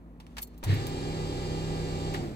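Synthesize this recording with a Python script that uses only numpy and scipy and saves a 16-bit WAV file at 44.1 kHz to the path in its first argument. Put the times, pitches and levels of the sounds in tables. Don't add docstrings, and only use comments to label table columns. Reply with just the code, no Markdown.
import sys
import numpy as np
from scipy import signal
from scipy.fft import rfft, irfft, next_fast_len
from scipy.io import wavfile

SR = 44100
rng = np.random.default_rng(int(sys.argv[2]) if len(sys.argv) > 2 else 0)


def dump(signal):
    limited = np.clip(np.atleast_2d(signal).T, -1, 1)
    pcm = np.round(limited * 32767).astype(np.int16)
    wavfile.write(sys.argv[1], SR, pcm)


N = 103723
T = np.arange(N) / SR
ON_S, OFF_S = .645, 2.17
HUM_BALANCE_DB = [[-.7], [.7]]
CUTOFF_HZ = 16000


# time_s, turns_per_s
PUMP_FULL_SPEED = [(.8, 39.8), (.95, 40.25), (1.4, 40.1), (1.85, 39.8), (2.15, 39.75)]
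# cycles_per_turn, relative_db
PUMP_HUM_TONES = [(1, -18), (2, -7), (3, -6), (4, -3), (5, -15), (6, -8), (7, -4), (8, -7), (9, -2),
                  (10, -1), (11, -20), (12, -5.5), (13, -17), (14, -21), (18, -17), (19, -20), (20, -6.5),
                  (21, -11), (22, -23), (23, -23), (25, -21)]
# cycles_per_turn, level_db
PUMP_WHINE_TONES = [(30, -57.5), (40, -67), (41, -62.5), (45, -65), (50, -63.5), (55, -67), (58, -65),
                    (60, -65), (70, -61), (80, -61), (100, -65), (112, -66), (120, -64), (187, -68)]
# pitch_hz, relative_db
PUMP_HISS_SPECTRUM = [(40, 14), (70, 11), (150, 6), (400, 0.5), (620, -1.5), (830, 4.5), (1050, -5),
                      (1400, -2.5), (1800, -7), (3300, -4), (4800, -2.5), (6000, -11.5), (7700, -6),
                      (9000, -18.5), (15500, -27.5)]

def fuel_pump():
    running = run_share(spin_up_s=.03, coast_s=.55)
    speed = np.interp(T, *np.transpose(PUMP_FULL_SPEED)) * running * (1 + .0015 * drift(30))
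    hum = from_db(-36.5) * unit_rms(shaft_tones(speed, PUMP_HUM_TONES, rough=.17))
    hum *= swell(ON_S, .17, 1.366, .17)
    shudder = shaft_tones(speed, [(10, -43.5)], rough=.4) * swell(2.205, .044, .031, .027)
    whine = shaft_tones(speed, PUMP_WHINE_TONES, rough=.4)
    whine *= swell(ON_S + .06, .08, OFF_S - ON_S - .14, .025)
    one_turn = rng.standard_normal((2, SR // 40))
    place_in_turn = (np.cumsum(speed) / SR % 1 * one_turn.shape[1]).astype(int)
    repeat_share = .29 * (T < OFF_S)
    repeating = np.sqrt(repeat_share) * one_turn[:, place_in_turn]
    fresh = np.sqrt(1 - repeat_share) * rng.standard_normal((2, N))
    hiss = from_db(-45) * colour(repeating + fresh, PUMP_HISS_SPECTRUM)
    flow = run_share(spin_up_s=.058, coast_s=.095)
    rubbing = from_db(-15) * running
    return (hum + shudder) * from_db(HUM_BALANCE_DB) + whine + hiss * (flow + rubbing)


# cycles_per_turn, relative_db
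MOTOR_HUM_TONES = [(1, -6), (2, -9), (3, -4), (4, -8), (5, 0), (6, -10), (7, -18), (8, -19), (9, -11),
                   (10, -14), (11, -11), (12, -10), (13, -13), (14, -24), (15, -15), (16, -15), (18, -16),
                   (20, -24), (21, -24), (23, -22), (24, -24), (25, -22), (26, -19)]
# time_s, level_db
MOTOR_FULL_LEVEL = [(.8, -36), (1.0, -36), (1.25, -34.5), (1.9, -34.2), (2.15, -33.5), (2.33, -37)]

def second_motor():
    full_speed_hz = 31.72
    running = run_share(spin_up_s=.08, coast_s=.912)
    speed = full_speed_hz * running * (1 + .0016 * drift(22))
    hum = unit_rms(shaft_tones(speed, MOTOR_HUM_TONES, rough=.1))
    level = from_db(np.interp(T, *np.transpose(MOTOR_FULL_LEVEL))) * running ** 3.5
    return level * hum * from_db(HUM_BALANCE_DB)


# pitch_hz, level_db, decay_s
FLOOR_TONES = [(101, -22, 0.038), (134.3, -32.5, 0.086), (164.2, -34, 0.034)]
# pitch_hz, relative_db
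BRUSH_RASP_SPECTRUM = [(150, 0), (330, 16.5), (700, -2.5), (1300, -5), (1720, 5.5), (2300, 0.5), (3200, -4),
                       (4100, -2.5), (5500, -15), (9000, -21.5), (15000, -26)]

def start_jolt():
    start_s, rise_s, hold_s = .6543, .045, .028
    thump = sum(from_db(db) * tone(hz * T, hz) * swell(start_s, rise_s, hold_s, decay_s)
                for hz, db, decay_s in FLOOR_TONES)
    quiver = from_db(-37) * noise([(60, -32), (85, -14), (105, -3.5), (140, -26), (1000, -75)])
    quiver *= swell(start_s, .1, .1257, .023)
    rasp = from_db(-34.5) * noise(BRUSH_RASP_SPECTRUM) * swell(start_s, rise_s, hold_s, .074)
    return thump + quiver + rasp


# start_s, level_db, tilt_db_per_octave, decay_s, knock_relative_db
LOCK_AND_RELAY_CLICKS = [(0.2004, -50, -0.5, 0.0058, -37), (0.2656, -51.5, -1, 0.0021, -20),
                         (0.3678, -42.5, 0, 0.009, -3), (0.381, -36, 1, 0.0067, -9),
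                         (.388, -41, -5.5, 0.0051, -26), (0.628, -36.5, -5, 0.042, -17),
                         (0.6372, -36.5, 5.5, 0.0078, -32), (0.8679, -36, 7.5, 0.0019, -25),
                         (2.138, -42.5, 3, 0.0064, -8), (2.142, -38, -2, 0.018, -2)]
# pitch_hz, relative_db
SNAP_SPECTRUM = [(150, 1.5), (400, -3), (850, 9), (1300, 4.5), (1900, 2.5), (3000, 5), (4300, 2.5),
                 (6000, -2.5), (8000, -4), (11000, -8.5), (15500, -11.5)]
# pitch_hz, relative_db
KNOCK_SPECTRUM = [(1000, -20), (1700, -4), (2000, -7.5), (2280, -8), (2600, -8.5), (5000, -47)]

def lock_and_relay():
    knock = noise(KNOCK_SPECTRUM)
    out = np.zeros((2, N))
    for start_s, db, tilt_db, decay_s, knock_db in LOCK_AND_RELAY_CLICKS:
        click = noise(SNAP_SPECTRUM, tilt_db) + from_db(knock_db) * knock
        direct = swell(start_s, .0006, .00086, decay_s)
        cabin_tail = from_db(-14) * swell(start_s, .009, 0, .02)
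        out += from_db(db) * click * (direct + cabin_tail)
    return out


# start_s, strength_db, ping_relative_db
KEY_TOUCHES = [(0.411, -52, -1), (0.418, -43.5, 10.5), (0.427, -34.5, -5), (0.4716, -54, -20),
               (0.5777, -53, -27), (0.74, -44, -23)]
# pitch_hz, relative_db, ring_s
KEY_TONES = [(4344, -28, .25), (6180, -24, .05), (7224, -14, .09), (7620, -20, .08), (9750, -18, .09),
             (12900, -17, .04), (13700, -14, .04), (14150, -9, .05), (14590, -14, .08), (15330, -15, .05)]

def keys():
    ping_hz, ping_ring_s = 11450, .04
    decay_per_ring = 1 / np.log(1000)
    ticks = sum(from_db(db) * swell(start_s, .0004, 0, .007) for start_s, db, _ in KEY_TOUCHES)
    out = from_db(-3) * ticks * noise(SNAP_SPECTRUM, tilt_db=9)
    for hz, tone_db, ring_s in KEY_TONES:
        power = sum((from_db(db + rng.normal(0, 1.3)) * swell(s, .0027, 0, ring_s * decay_per_ring)) ** 2
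                    for s, db, _ in KEY_TOUCHES)
        fluttering_tone = tone(hz * T + .11 * drift(300), hz) * (1 + .45 * drift(140))
        out += from_db(tone_db) * np.sqrt(power) * fluttering_tone
    pings = sum(from_db(db + ping_db) * swell(start_s, .0038, 0, ping_ring_s * decay_per_ring)
                for start_s, db, ping_db in KEY_TOUCHES)
    rustle = from_db(-68.5 + 2.5 * drift(62.3)) * noise(SNAP_SPECTRUM, tilt_db=-1)
    rustle *= swell(.19, .022, .46, .2)
    return out + pings * tone(ping_hz * T, ping_hz) + rustle


# pitch_hz, relative_db
RATTLE_SPECTRUM = [(30, -12), (130, -1), (200, 4), (290, 1), (380, -9), (450, -7), (600, -5), (1000, -16.5),
                   (2000, -18), (6000, -39.5)]

def coast_rattle():
    return from_db(-40.5) * noise(RATTLE_SPECTRUM) * swell(OFF_S, .02, .044, .19)


# pitch_hz, level_db
DISTANT_HUM_TONES = [(53.8, -52.5), (166.9, -57.5), (242.2, -58.5)]
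# pitch_hz, relative_db
RUMBLE_SPECTRUM = [(25, -30), (55, 0.5), (110, -10), (260, -5.5), (500, -16.5), (1000, -23.5),
                   (2000, -34.5), (5000, -50.5), (15000, -51.5)]

def background():
    rumble = from_db(-52.5) * noise(RUMBLE_SPECTRUM)
    hum = sum(from_db(db) * tone(hz * T, hz) * (1 + .3 * drift(16)) for hz, db in DISTANT_HUM_TONES)
    return rumble + hum


def run_share(spin_up_s, coast_s):
    return (1 - np.exp(-since(ON_S) / spin_up_s)) * np.exp(-since(OFF_S) / coast_s)


def shaft_tones(speed, tones, rough):
    turns = np.cumsum(speed) / SR
    out = np.zeros((2, N))
    for multiple, db in tones:
        cycles = round(multiple) * turns + rough * drift(20) / (2 * np.pi)
        out += from_db(db) * tone(cycles, multiple * speed.max()) * (1 + rough * drift(25.02))
    return out


# pitch_hz, likeness
STEREO_LIKENESS = [(60, .98), (250, .9), (700, .72), (2000, .55), (5000, .45), (8000, .35), (12000, .2)]

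def colour(white, spectrum, tilt_db=0):
    size = next_fast_len(N)
    hz = np.arange(size // 2 + 1) * SR / size
    gain = from_db(at_hz(spectrum, hz) + tilt_db * np.log2(hz + 1))
    mid, side = rfft(white, size) * gain * (hz > 20) * (hz < CUTOFF_HZ)
    alike = at_hz(STEREO_LIKENESS, hz)
    pair = np.sqrt(1 + alike) * mid + np.sqrt(1 - alike) * side * [[1], [-1]]
    return unit_rms(irfft(pair, size)[:, :N])


def tone(cycles, hz):
    spread_rad = .35 * np.arccos(at_hz(STEREO_LIKENESS, hz)) * rng.choice([-1, 1])
    return np.sqrt(2) * np.sin(2 * np.pi * (cycles + rng.random()) + spread_rad * np.array([[1], [-1]]))


def noise(spectrum, tilt_db=0):
    return colour(rng.standard_normal((2, N)), spectrum, tilt_db)


def swell(start_s, rise_s, hold_s, decay_s):
    return np.clip(since(start_s) / rise_s, 0, 1) * np.exp(-since(start_s + rise_s + hold_s) / decay_s)


def drift(rate_hz):
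    points = rng.standard_normal(400)
    return np.interp(T * rate_hz, np.arange(len(points)), points)


def since(start_s):
    return np.maximum(T - start_s, 0)


def at_hz(table, hz):
    pitches, values = np.transpose(table)
    return np.interp(np.log(hz + 1e-9), np.log(pitches), values)


def from_db(db):
    return 10 ** (np.asarray(db) / 20)


def unit_rms(x):
    return x / np.sqrt(np.mean(x ** 2) + 1e-20)


# pitch_hz, delay_s
RIGHT_DELAY = [(100, .0004), (350, .00025), (850, .00025), (1200, .0002), (1800, .00045), (5000, .00048)]

def scene():
    motors = fuel_pump() + second_motor() + coast_rattle() + start_jolt()
    left, right = motors + lock_and_relay() + keys() + background()
    size = next_fast_len(N + SR // 10)
    hz = np.arange(size // 2 + 1) * SR / size
    delay = np.exp(-2j * np.pi * hz * at_hz(RIGHT_DELAY, hz))
    return np.array([left, irfft(rfft(right, size) * delay, size)[:N]])


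def record(dry):
    return signal.sosfilt(signal.cheby2(16, 70, CUTOFF_HZ + 500, fs=SR, output="sos"), dry)


dry = scene()
out = record(dry)
dump(out)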